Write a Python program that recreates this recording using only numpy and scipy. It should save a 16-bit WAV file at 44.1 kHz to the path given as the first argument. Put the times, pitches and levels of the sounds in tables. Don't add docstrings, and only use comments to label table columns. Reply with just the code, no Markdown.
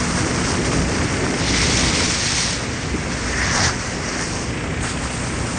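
import sys
import numpy as np
from scipy import signal
from scipy.fft import rfft, irfft, next_fast_len
from scipy.io import wavfile
from scipy.ndimage import uniform_filter1d, map_coordinates

SR = 44100
rng = np.random.default_rng(int(sys.argv[2]) if len(sys.argv) > 2 else 0)


def generate_wav(signal):
    frames = np.transpose(np.atleast_2d(signal))
    scaled = np.clip(frames, -1, 1) * 32767
    pcm = np.round(scaled).astype(np.int16)
    wavfile.write(sys.argv[1], SR, pcm)


N = 246078


def amp(db):
    return 10 ** (np.asarray(db) / 20)


def unit(x):
    return x / np.sqrt(np.mean(x ** 2) + 1e-20)


def eq_gain(points, hz):
    freq_hz, level_db = np.transpose(points)
    return amp(np.interp(np.log(hz + 1), np.log(freq_hz + 1), level_db))


def automation(rows):
    time_s, *columns = np.transpose(rows)
    return [np.interp(np.arange(N) / SR, time_s, column) for column in columns]


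def wobble(rate):
    knots = rng.standard_normal(int(N * rate / SR) + 4)
    return map_coordinates(knots, [np.arange(N) * rate / SR])


def filtered(x, response):
    size = next_fast_len(N + 8192)
    return irfft(rfft(x, size) * response(np.fft.rfftfreq(size, 1 / SR)), size)[..., :N]


def coloured(x, eq):
    closed = [(eq[0][0] / 2, -120), *eq, (eq[-1][0] * 2, -120)]
    return unit(filtered(x, lambda hz: eq_gain(closed, hz)))


def water(patchy_db, drops_db):
    spectrum = signal.stft(rng.standard_normal(N), nperseg=512)[2]
    patches = uniform_filter1d(rng.standard_normal(spectrum.shape), size=8, axis=0)
    patches = uniform_filter1d(patches, size=5, axis=1)
    rush = signal.istft(spectrum * amp(patchy_db * unit(patches)), nperseg=512)[1][:N]
    drops = (rng.random(N) < 1500 / SR) * rng.standard_normal(N)
    size_db = np.minimum(4 * rng.exponential(size=N), 8)
    return unit(rush) + amp(drops_db) * unit(drops * amp(size_db))


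def bursts(rows, rise_cycles, decay_cycles):
    track, t = np.zeros(N + SR), np.arange(SR // 8) / SR
    for start_s, peak_db, pitch_hz in rows:
        cycles = pitch_hz * t - 2 * decay_cycles
        envelope = np.exp(-(cycles / np.where(cycles < 0, rise_cycles, decay_cycles)) ** 2)
        track[round(start_s * SR):][:len(t)] -= amp(peak_db) * envelope * np.cos(2 * np.pi * cycles)
    return track[:N]


# freq_hz, relative_db
HISS_EQ = [(3600, -25.5), (4500, -2), (5700, 4.5), (6600, -0.5), (7500, -17.5), (8500, -45)]
SPATTER_EQ = [(2200, -6), (2700, -1.5), (3500, 0), (4300, -1.5), (5200, -12.5)]
MIST_EQ = [(6600, -1.5), (7500, 2), (8300, 4), (9000, 5.5), (9800, -22)]


def spray(spatter_db, mist_db):
    torn = water(patchy_db=1.5, drops_db=-5.5)
    layers = [(0, HISS_EQ), (spatter_db, SPATTER_EQ), (mist_db, MIST_EQ)]
    return sum(amp(level_db) * coloured(torn, eq) for level_db, eq in layers)


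# freq_hz, relative_db
DRUM_EQ = [(450, -21), (650, -3), (800, 0), (1000, 1.5), (1300, 0.5), (1600, -1.5), (2200, -18.5)]


def drumming(drum_db, ring_db, ring_hz):
    drum = coloured(water(patchy_db=1.6, drops_db=-4.5), DRUM_EQ)
    gush = np.array([water(patchy_db=1.0, drops_db=-8.5), water(patchy_db=0.51, drops_db=-5.5)])
    broad = unit(filtered(gush, lambda hz: 1 / np.sqrt(1 + (hz / 330) ** 3)))
    narrow = unit(filtered(gush, lambda hz: 1 / (1 + (hz / 210) ** 2)))
    focus = np.clip((ring_db + 29) / 12, 0, 0.5)
    swell = (1 - focus) * broad + focus * narrow
    phase = 2 * np.pi * np.cumsum(ring_hz) / SR
    ring = swell[0] * np.cos(phase) + swell[1] * np.sin(phase)
    return amp(drum_db) * drum + amp(ring_db) * ring


# time_s, level_db
JET_FADER = [(0.0, -29.5), (0.1, -30.5), (0.16, -29.5), (0.19, -27.5), (0.24, -32), (0.31, -32),
             (0.42, -31.5), (0.49, -29.5), (0.54, -30), (0.6, -34), (0.635, -32.5), (0.655, -28.5),
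             (0.71, -34.5), (0.73, -28.5), (0.79, -33), (1.0, -32.5), (1.33, -35), (1.44, -29),
             (1.58, -23.5), (1.66, -25.5), (1.74, -25), (2.1, -25), (2.2, -26), (2.4, -23), (2.53, -27),
             (2.62, -35), (2.8, -36), (2.95, -38), (3.1, -35.5), (3.2, -33), (3.3, -32), (3.4, -29.5),
             (3.5, -26.5), (3.56, -25.5), (3.59, -23.5), (3.615, -24), (3.645, -19), (3.67, -21.5),
             (3.69, -24), (3.73, -35), (3.85, -34), (4.0, -35), (4.08, -31), (4.16, -31.5), (4.21, -28),
             (4.3, -32), (4.44, -33.5), (4.58, -47.5), (4.805, -49), (4.812, -41), (4.824, -47),
             (4.83, -38.5), (4.85, -37), (4.92, -37), (4.98, -43), (5.06, -37), (5.32, -39), (5.58, -37.5)]
# start_s, drum_db, ring_db, ring_hz, spatter_db, mist_db
NOZZLE_AIMS = [(0.0, 1.5, -1.5, 1950, -8.5, -4), (0.95, 3, 2, 1965, -7, -4), (1.409, -3, -2, 2030, -1, -9),
               (1.53, -4, 1.5, 2120, -2, -6.5), (1.65, -4, -2, 2090, -1.5, -5.5),
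               (2.049, -8, -4, 2017, -3, -6.5), (2.581, 0.5, -1.5, 1930, -4.5, -7.5),
               (2.9, 1, 1, 1904, -6.5, -6), (3.15, -1, 1, 1874, -7.5, -6), (3.33, -3.5, 7, 1838, -10, -8),
               (3.43, 2.5, 3.5, 1900, -9, -11), (3.48, -2, 3, 1900, -7, -14),
               (3.52, 1, 0.5, 1830, -9.5, -10), (3.6, -2, -2, 1860, -8, -11),
               (3.67, -0.5, 0.5, 1680, -11, -11), (3.72, -0.5, -2, 1855, -11.5, -7.5),
               (4.03, -2.5, 0, 1783, -15, -9.5), (4.18, -4.5, -2, 1852, -18, -6.5),
               (4.27, -3, -19, 1880, -13, -6), (4.54, 8.5, -8, 1897, -17, 0), (4.815, 7, -2, 1967, -1, 7.5),
               (4.85, 3, 6, 1960, -1, 2.5), (4.88, 7, 4, 1900, 1, 3), (4.91, 0, 2, 1960, 1, 3.5),
               (4.94, 4.5, -6, 1980, -5, 2)]
SWING_S = 0.031


def near_hose(sputter):
    jet_db, = automation(JET_FADER)
    start_s, *columns = np.transpose(NOZZLE_AIMS)
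    aim = np.maximum(np.searchsorted(start_s, np.arange(N) / SR, side="right") - 1, 0)
    drum_db, ring_db, ring_hz, spatter_db, mist_db = [
        uniform_filter1d(column[aim], size=round(SWING_S * SR), mode="nearest") for column in columns]
    landing = drumming(jet_db + drum_db, jet_db + ring_db, ring_hz)
    nozzle = amp(jet_db) * spray(spatter_db, mist_db)
    return amp(0.67 * sputter) * landing + amp(0.75 * sputter) * nozzle


# time_s, rumble_db, flutter_db
FLAME_FADERS = [(0.0, -27.5, -25.5), (0.45, -27, -22.5), (0.75, -25, -21.5), (1.1, -25.5, -24),
                (1.3, -33, -22), (1.5, -25.5, -24), (1.65, -23.5, -23.5), (1.9, -22.5, -23),
                (1.98, -28, -24.5), (2.07, -27, -24), (2.15, -28, -30.5), (2.5, -30, -36), (2.7, -29, -31),
                (3.4, -28.5, -29.5), (3.62, -21.5, -25.5), (3.78, -29, -32.5), (4.0, -34.5, -28),
                (4.35, -34, -29.5), (4.75, -27, -29), (5.15, -31.5, -36.5), (5.35, -26, -30.5),
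                (5.58, -33, -28.5)]
# freq_hz, relative_db
RUMBLE_EQ = [(13, -41), (22, -18), (42, -19), (59, -6.5), (90, -5.5), (173, -11.5), (210, -19.5),
             (220, -14), (290, -22.5), (480, -120)]
FLUTTER_EQ = [(76, -33), (130, -2.5), (178, 0.5), (210, -5), (252, -0.5), (410, -5.5), (590, -11.5),
              (800, -18.5), (1040, -38), (1760, -120)]


def flames():
    rumble_db, flutter_db = automation(FLAME_FADERS)
    rumble = unit(amp(0.31 * wobble(6.7)) * coloured(rng.standard_normal(N), RUMBLE_EQ))
    flutter = unit(amp(0.72 * wobble(12)) * coloured(rng.standard_normal(N), FLUTTER_EQ))
    return amp(rumble_db) * rumble + amp(flutter_db) * flutter


# time_s, lead_s
ENGINE_TIMING = [(0.2, 0.014), (0.45, 0.0048), (0.7, 0.0009), (0.95, 0.0008), (1.2, 0.01), (4.2, 0.017),
                 (4.45, 0.002), (4.61, 0.00013), (4.85, -0.00074), (5.2, 0.004)]
# time_s, valve_db, exhaust_trim_db
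ENGINE_FADERS = [(0, -38, -1), (0.5, -35, 0), (0.85, -34.5, 2), (1.1, -34, 0.5), (1.7, -34.5, 1.5),
                 (2.3, -46, -3.5), (3, -50, -1), (4, -47, -4), (4.4, -39, -0.5), (4.7, -37, -1.5),
                 (5.1, -36.5, -1), (5.58, -50, -4)]
# shaft_multiple, level_db
EXHAUST_PARTIALS = [(1, -35), (1.5, -41.5), (2, -36.5), (2.5, -44.5), (3, -39.5), (4.5, -42), (5, -47),
                    (6, -48)]
# time_s, level_db
HUM_FADER = [(0, -35), (0.8, -32), (1.3, -38.5), (1.8, -35), (2.3, -40.5), (3.3, -35), (3.8, -39.5),
             (4.3, -35.5), (5.58, -36.5)]
# freq_hz, relative_db
VALVE_EQ = [(600, -4), (1200, 0), (2000, 0), (2500, -1), (3000, -2), (3500, -7), (4200, -14), (6000, -12)]
SHAFT_HZ, HUM_HZ = 60.17, 240.8
FIRING_S = 4.6105


def pump_engine():
    t = np.arange(N) / SR - FIRING_S
    lead_s, = automation(ENGINE_TIMING)
    valve_db, trim_db = automation(ENGINE_FADERS)
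    shaft = 2 * np.pi * SHAFT_HZ * (t + lead_s)
    exhaust = np.zeros(N)
    for multiple, level_db in EXHAUST_PARTIALS:
        gain = np.sqrt(2) * amp(level_db + trim_db + 3.0 * wobble(5))
        exhaust += gain * np.sin(multiple * shaft + 2 * np.pi * rng.random() + 0.4 * wobble(5.4))
    hum_db, = automation(HUM_FADER)
    hum_gain = np.sqrt(2) * amp(hum_db + 1.6 * wobble(5))
    hum = hum_gain * np.sin(2 * np.pi * HUM_HZ * t + 0.4 * wobble(3))
    cam = shaft / 2 + np.pi * SHAFT_HZ * 0.0008 * wobble(30)
    firing, offbeat = np.exp(3.5 * (np.cos([cam, cam + np.pi]) - 1))
    ticks = (firing + 0.3 * offbeat) * amp(1.5 * wobble(30))
    rattle = unit(ticks * coloured(rng.standard_normal(N), VALVE_EQ))
    return exhaust + hum + amp(valve_db) * rattle


# freq_hz, relative_db
DISTANT_EQ = [(18, -47), (30, -7), (69, 2), (247, -8), (532, -5), (614, -9), (1090, -13.5), (2030, -8.5),
              (2800, -14), (3790, -23.5), (5840, -23), (7780, -22), (8560, -24.5), (9200, -47.5),
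              (12000, -52), (20200, -120)]
DISTANT_DB = -28


def distant_wash():
    return amp(DISTANT_DB) * coloured(water(patchy_db=1.43, drops_db=-20.0), DISTANT_EQ)


# start_s, peak_db, pitch_hz
SPIT_HITS = [(0.1101, -16, 4330), (0.2623, -16, 5920), (0.3611, -12, 5520), (0.824, -14, 5623),
             (1.3987, -13, 4620), (3.1246, -20, 6240), (3.4467, -12, 4700), (4.2378, -15, 5820),
             (4.366, -24, 6620), (4.3954, -17, 5600), (4.811, -19, 3046), (4.8274, -20, 7620),
             (5.3677, -20, 5190)]


def spits():
    return bursts(SPIT_HITS, rise_cycles=0.5, decay_cycles=1.4)


# start_s, peak_db, pitch_hz
CRACKLE_HITS = [(0.2844, -16, 2010), (0.3128, -15, 1980), (0.445, -16, 1600), (0.4879, -16, 1850),
                (0.531, -15, 1900), (0.6468, -12, 2370), (0.668, -15, 1500), (0.785, -17, 3000),
                (0.9828, -17, 1460), (1.0152, -16, 1800), (0.8494, -16, 2040), (0.9172, -15, 2300),
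                (1.1716, -14, 2224), (1.2652, -7.5, 1400), (2.1085, -13, 2020), (3.3373, -17, 1774),
                (3.4166, -11, 1744), (3.476, -15, 1448), (3.5492, -10, 1230), (3.6147, -10, 1073),
                (3.6604, -14, 1852), (4.1929, -15, 1900), (4.4263, -17, 1730), (4.8429, -13, 1300),
                (4.8787, -17, 1500)]


def crackles():
    return bursts(CRACKLE_HITS, rise_cycles=0.25, decay_cycles=0.8)


# start_s, peak_db, pitch_hz
THUD_HITS = [(2.88, -18.5, 61.3), (2.918, -19, 73), (2.928, -17.5, 215), (2.937, -16.5, 387),
             (2.944, -17, 290)]


def falling_debris():
    return bursts(THUD_HITS, rise_cycles=1.3, decay_cycles=1.6)


def scene():
    sputter = unit(0.3 * wobble(10) + 0.53 * wobble(16) + 0.77 * wobble(45))
    bed = distant_wash()
    mono = near_hose(sputter) + flames() + pump_engine() + bed + spits() + crackles() + falling_debris()
    return np.array([mono, mono])


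# freq_hz, gain_db
HIGH_CUT = [(9080, -1), (9140, -6), (9400, -28.5), (9600, -42), (9750, -75.5)]
BAND_LIMIT_HZ = 10417


def record(dry):
    return filtered(dry, lambda hz: eq_gain(HIGH_CUT, hz) * (hz < BAND_LIMIT_HZ))


dry = scene()
out = record(dry)
generate_wav(out)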